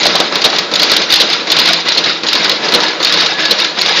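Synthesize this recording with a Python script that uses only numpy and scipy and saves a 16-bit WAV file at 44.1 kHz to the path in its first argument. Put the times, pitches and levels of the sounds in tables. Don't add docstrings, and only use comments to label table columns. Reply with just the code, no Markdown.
import sys
import numpy as np
from scipy import signal
from scipy.fft import rfft, irfft, next_fast_len
from scipy.io import wavfile

SR = 44100
rng = np.random.default_rng(int(sys.argv[2]) if len(sys.argv) > 2 else 0)


def wav_record(signal):
    frames = np.transpose(np.atleast_2d(signal))
    bounded = np.clip(frames, -1, 1)
    quanta = np.round(bounded * 32767).astype(np.int16)
    wavfile.write(sys.argv[1], SR, quanta)


N = 176400
TIME = np.arange(N) / SR
CYCLE_S, CYCLE_START_S = .763, -.065
ROOM_T60_S, ROOM_DB, NEAR_ROOM_DB = .46, -5.5, -7.5


def from_db(db):
    return 10 ** (np.asarray(db) / 20)


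def unit_rms(x):
    return x / np.sqrt(np.mean(x ** 2) + 1e-20)


def curves(rows, at_s):
    s, *columns = np.transpose(rows)
    return np.array([np.interp(at_s, s, column) for column in columns])


def coloured(x, colour):
    size = next_fast_len(N + SR // 4, True) // 2 * 2
    hz, db = np.transpose(colour)
    bin_hz = np.fft.rfftfreq(size, 1 / SR)
    gain = unit_rms(from_db(np.interp(np.log(bin_hz + 1), np.log(hz), db)))
    cepstrum = irfft(np.log(gain))
    cepstrum[1:size // 2] *= 2
    cepstrum[size // 2 + 1:] = 0
    return irfft(rfft(x, size) * np.exp(rfft(cepstrum, size)))[:N]


def ring_down(t60_s, room_db):
    t = TIME[:SR // 2]
    near, far = rng.standard_normal((2, len(t)))
    part = unit_rms(near * from_db(-60 * t / t60_s))
    tail = unit_rms(far * from_db(-60 * t / ROOM_T60_S))
    return (part + from_db(room_db) * tail) / np.sqrt(len(t))


def strike(s, db, t60_s, room_db, parts):
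    clicks = np.zeros((parts, N))
    onsets = np.clip(s * SR, 0, N - 1).astype(int)
    np.add.at(clicks, (np.arange(len(s)) % parts, onsets), from_db(db))
    return sum(signal.fftconvolve(train, ring_down(t60_s, room_db))[:N] for train in clicks)


def chatter(effort_db, per_s, spread_db, t60_s):
    order = np.arange(6000)
    s = (order + rng.uniform(-1, 1, len(order))) / per_s
    sizes = unit_rms(from_db(spread_db * np.clip(rng.standard_normal(len(order)), -2, 2)))
    db = 20 * np.log10(sizes * np.sqrt(SR / per_s)) + np.interp(s, TIME, effort_db)
    heard = (s > 0) & (s < N / SR)
    return strike(s[heard], db[heard], t60_s, ROOM_DB, parts=5)


def ping(s, db, hz, t60_s):
    out, t = np.zeros(N + SR), TIME[:int(t60_s * SR)]
    fade = from_db(-60 * t / t60_s)
    for start_s, gain, pitch_hz in np.broadcast(s, from_db(db), hz):
        i = max(int(start_s * SR), 0)
        out[i:i + len(t)] += gain * fade * np.sin(2 * np.pi * pitch_hz * t)
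    return out[:N]


def resonate(shake, hz, t60_s):
    r, w = from_db(-60 / (t60_s * SR)), 2 * np.pi * hz / SR
    return unit_rms(signal.lfilter([1, 0, -1], [1, -2 * r * np.cos(w), r * r], shake))


# f/Hz, level/dB
RATTLE_COLOUR = [(200, -32), (700, -16), (1400, -5), (2100, -1), (2700, 1.5), (3300, 3.5), (3850, 5),
                 (4400, 0), (4900, 0.5), (5600, -17.5), (7000, -30.5)]


def rattle(effort_db):
    shake = chatter(effort_db - 19, per_s=600, spread_db=1.5, t60_s=.019)
    return coloured(shake, RATTLE_COLOUR), shake


# f/Hz, level/dB
FRAME_COLOUR = [(30, -42), (70, -35), (110, -22.5), (140, -10.5), (175, -1.5), (215, -4.5), (280, -2.5),
                (330, 2.5), (400, 1), (600, 1), (850, -4), (1400, -1.5), (2500, -8), (6000, -23)]


def frame(effort_db):
    return coloured(chatter(effort_db - 22, per_s=400, spread_db=2.5, t60_s=.093), FRAME_COLOUR)


# f/Hz, level/dB
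DIN_COLOUR = [(30, -19), (70, -23), (110, -21), (165, 0), (230, -1), (330, 4), (800, -4), (2500, 1.5),
              (3800, 19), (5000, 8.5), (7000, -7)]


def din():
    return from_db(-27) * coloured(rng.standard_normal(N), DIN_COLOUR)


# f/Hz, level/dB
HOOKS_COLOUR = [(400, -8.5), (700, -0.5), (1300, -2), (2100, -1), (2700, -3.5), (3300, -5.5), (3850, 5.5),
                (4400, 1), (4900, 0), (5600, -3.5), (7000, -17)]


def hooks(effort_db, per_s=900, spread_db=3.5):
    order = np.arange(6000)
    s = (order + rng.random(len(order))) / per_s
    hz = rng.uniform(399.2, 7200, len(order))
    db = spread_db * np.clip(rng.standard_normal(len(order)), -2, 2) + np.interp(s, TIME, effort_db)
    heard = s < N / SR
    jangle = ping(s[heard], db[heard], hz[heard], t60_s=.044)
    return from_db(-18.5) * unit_rms(coloured(jangle, HOOKS_COLOUR))


# f/Hz, level/dB, t60/s
CASTING_MODES = [(79.5, -63.5, .6), (166.7, -41, 0.35), (320.7, -37.5, 0.29), (3740, -43.5, 0.092)]
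# t/s, level/dB
SINGING = [(0, -40), (.6, -40), (1.3, -52), (2.4, -44), (2.8, -25.5), (3.25, -36), (3.45, -19.5),
           (3.7, -37), (4, -33)]


def castings(shake):
    singing = from_db(curves(SINGING, TIME)[0]) * resonate(shake, hz=1690, t60_s=.17)
    return singing + sum(from_db(db) * resonate(shake, hz, t60_s) for hz, db, t60_s in CASTING_MODES)


def latch(into_cycle_s=.049):
    s = np.arange(CYCLE_START_S + into_cycle_s, N / SR, CYCLE_S)
    return ping(s, db=-19.5, hz=6760, t60_s=.1)


# t/s, clack level/dB before contrast, thud level/dB, ping f/Hz
CLACKS = [(0.0315, 1, -1, 3890), (0.054, -1, 10, 4900), (0.0665, 2.5, -8, 4110), (0.1531, 1, -6, 4060),
          (0.2007, 2, 8.5, 3690), (0.3231, -5, 9, 3700), (0.3557, -1, 11, 3950), (0.418, -0.5, 2, 3840),
          (0.4998, -3.5, -7, 3870), (0.5294, -6.5, 8, 3930), (0.5606, -1.5, -6, 4620),
          (0.5851, 1.5, 7, 3760), (0.7142, -4.5, -0.5, 3780), (0.7377, -0.5, -4, 3540),
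          (0.7558, 1.5, -14, 3840), (0.7961, 2, 2, 4350), (0.819, 1.5, -5, 4040), (0.8306, 4, -14, 4710),
          (0.8973, 0, -2, 3880), (0.9163, 2, 11, 4320), (0.9354, -1.5, -11, 3740), (0.9648, 3.5, 0.5, 3970),
          (1.0174, -1, -8, 3610), (1.1018, -1.5, -2, 3670), (1.1235, 3, -11, 3600), (1.138, 5.5, -4, 3560),
          (1.157, 2.5, -16, 4290), (1.3007, -3.5, -19, 4220), (1.3303, 0, -12, 3516), (1.4713, -5, 3, 4300),
          (1.501, -0.5, -14, 3490), (1.5184, 3.5, -18, 3616), (1.5663, 1, 6, 3960), (1.5878, 1, 6, 4230),
          (1.5973, 1.5, 2, 3970), (1.6566, -0.5, 0, 4260), (1.674, -0.5, 8.5, 3150),
          (1.6874, 0.5, -6, 3850), (1.7322, 2, -2, 4030), (1.8592, -13, 7.5, 4030), (1.8849, 0, 3, 3870),
          (1.92, -1, -1.5, 3885), (1.9494, -3.5, -16, 4250), (2.0393, -1, -5, 3870),
          (2.0594, -4.5, 9, 3890), (2.0958, -2.5, -10, 3810), (2.2338, -4, 6.5, 4130),
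          (2.2677, -2, -10, 3530), (2.2857, 1, -15, 4020), (2.33, 1.5, -10, 3760), (2.3518, 0.5, 8.5, 4280),
          (2.4447, -0.5, 3, 4060), (2.495, 1, -10, 3860), (2.5159, -0.5, -7, 4270), (2.6254, -15, 0, 4120),
          (2.6489, -6, -14, 3920), (2.6855, -1, -11, 3800), (2.7212, -1.5, 2, 4120), (2.8035, -1, 4, 3680),
          (2.833, -1.5, 0, 4370), (2.8823, -2.5, 0, 4040), (3.0019, -5, 6, 4200), (3.029, -0.5, 1, 3690),
          (3.047, 1.5, -4, 4300), (3.0709, -1, 0, 3730), (3.095, -1.5, -11, 3820), (3.1243, -0.5, -6, 3390),
          (3.1389, -0.5, 2, 4240), (3.1727, -2, 6, 4500), (3.2049, -1, 4, 3860), (3.261, 1, -7, 4060),
          (3.384, -21, 6, 4400), (3.4206, -10, 0, 3480), (3.4533, 0.5, -1, 3780), (3.5872, -2.5, 3, 4800),
          (3.6012, -2, -2, 4050), (3.6446, -0.5, -4, 4455), (3.7876, -1, 0, 3730), (3.8135, 0.5, 0, 4260),
          (3.8601, -1, -14, 3420), (3.8841, -2.5, -19, 4070), (3.97, -2.5, 2, 3960),
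          (3.9817, -3.5, 3, 3260)]
# f/Hz, level/dB
CLACK_COLOUR = [(200, -33), (800, -17), (1600, -10), (2800, -6), (3400, -1), (4000, 0.5), (4500, 0.5),
                (5000, -1), (5600, -9.5), (7000, -16.5)]


def clacks(contrast=1.67, rebound_s=.0035, rebound_db=-3.5):
    s, db, thud_db, hz = np.transpose(CLACKS)
    force_db = contrast * db
    contact_s = np.r_[s, s + rebound_s * rng.uniform(.7, 1.3, len(s))]
    contact_db = np.r_[force_db, force_db + rebound_db]
    steel = strike(contact_s, contact_db + 15.5, t60_s=.039, room_db=NEAR_ROOM_DB, parts=11)
    thud = strike(s, thud_db + 3, t60_s=.14, room_db=ROOM_DB, parts=7)
    ring = ping(s, force_db - 12.5, hz, t60_s=.11)
    return coloured(steel, CLACK_COLOUR) + coloured(thud, FRAME_COLOUR) + ring


# t/s, level/dB
KNOCKS = [(.057, -1), (.072, -5), (.150, -2), (.203, 1.5), (.451, -2), (.489, -7.5), (.536, -6),
          (.827, -3.5), (.923, -14), (1.225, -12)]
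# f/Hz, level/dB, t60/s
CASING_MODES = [(432, -18, 0.11), (562, -22, 0.1), (610, -11.5, 0.093), (682, -14, 0.12), (758, -12, 0.086),
                (1010, -30, .08)]


def knocks(highpass_hz=350):
    s, db = np.transpose(KNOCKS)
    boom = sum(ping(s, db + mode_db + rng.normal(0, 1.2, len(s)), hz, t60_s)
               for hz, mode_db, t60_s in CASING_MODES)
    return signal.sosfilt(signal.butter(2, highpass_hz, "high", fs=SR, output="sos"), boom)


# t/s, level/dB, ring f/Hz, run length/s
BLOWS = [(.441, 2.5, 4000, 0.015), (1.201, 1.5, 3960, .017), (1.973, -1, 4270, 0.0092),
         (2.739, 1, 4090, .011), (3.508, 0, 4150, 0.0067)]
# fraction of run, level/dB
BOUNCES = [(0, -1.5), (.25, -4), (.5, -5), (.75, -3.5), (1, -3)]
# f/Hz, level/dB
BLOW_COLOUR = [(60, -41.5), (150, -20), (550, -4.5), (1000, -18), (1600, -14), (2200, -11), (3300, -1),
               (4100, 1.5), (4700, -4), (5600, -9), (7000, -20.5)]


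def blows():
    s, db, hz = np.transpose([(start_s + fraction * run_s, blow_db + bounce_db, ring_hz)
                              for start_s, blow_db, ring_hz, run_s in BLOWS
                              for fraction, bounce_db in BOUNCES])
    ring = ping(s, db - 3.5, hz * rng.uniform(.95, 1.04, len(s)), t60_s=.043)
    impact = strike(s, db + 18.5, t60_s=.069, room_db=NEAR_ROOM_DB, parts=7)
    return ring + coloured(impact, BLOW_COLOUR)


# t/s, rattle level/dB, frame level/dB
STROKE = [(0, -14, -8), (.02, -4, 2), (.08, 0, -2), (.12, 0.5, 0), (.15, 2, 4), (.19, 1.5, -2.5),
          (.23, 5, -1), (.29, -2.5, 0.5), (.34, 0.5, -6), (.375, -13.5, -3), (.41, 3, -1), (.48, -1, -3.5),
          (.53, -2.5, 5.5), (.57, -4, -1.5), (.61, 4, -1.5), (.66, 0, -4.5), (.71, -4.5, -1.5),
          (.755, -19, -3)]
# t/s, rattle level/dB, frame level/dB
WALK = [(0, 2, 3.5), (.2, -4.5, 5.5), (.4, -3, 3.5), (.65, -4, 1.5), (.85, -2.5, 4.5), (1.03, 0.5, 4),
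        (1.17, 2, 1), (1.35, -1, 2), (1.62, 1.5, 0.5), (1.85, 0, -0.5), (2.07, -1, -0.5), (2.22, -2.5, -1),
        (2.42, -1, 2), (2.7, -3, 7), (3.1, 1, -0.5), (3.4, 0.5, 1.5), (3.65, -0.5, 0.5), (4, 2, 0)]


def scene():
    cycle_time_s = (TIME - CYCLE_START_S) % CYCLE_S
    rattle_db, frame_db = curves(STROKE, cycle_time_s) + curves(WALK, TIME)
    levers, shake = rattle(rattle_db)
    running = levers + frame(frame_db) + din() + hooks(rattle_db) + castings(shake)
    return (running + latch() + clacks() + knocks() + blows())[None]


def limiter(x, threshold_db=5, attack_s=.0036, release_db_per_s=252):
    over_db = np.maximum(20 * np.log10(np.abs(x) + 1e-9) - threshold_db, 0)
    release_db = release_db_per_s * TIME
    held_db = np.maximum.accumulate(over_db + release_db, axis=-1) - release_db
    pole = np.exp(-1 / (attack_s * SR))
    return x * from_db(-signal.lfilter([1 - pole], [1, -pole], held_db))


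def record(dry):
    mic_low_hz, mic_top_hz, spit_top_hz, cutoff_hz = 70, 8100, 14400, 19500
    narrow = signal.sosfilt(signal.cheby2(12, 55, mic_top_hz, fs=SR, output="sos"), dry)
    narrow = signal.sosfilt(signal.butter(2, mic_low_hz, "high", fs=SR, output="sos"), narrow)
    clipped = np.clip(limiter(from_db(-.5) * narrow), -1, 1)
    dulled = signal.sosfilt(signal.butter(2, spit_top_hz, fs=SR, output="sos"), clipped)
    return signal.sosfilt(signal.cheby2(12, 60, cutoff_hz, fs=SR, output="sos"), dulled)


dry = scene()
out = record(dry)
wav_record(out)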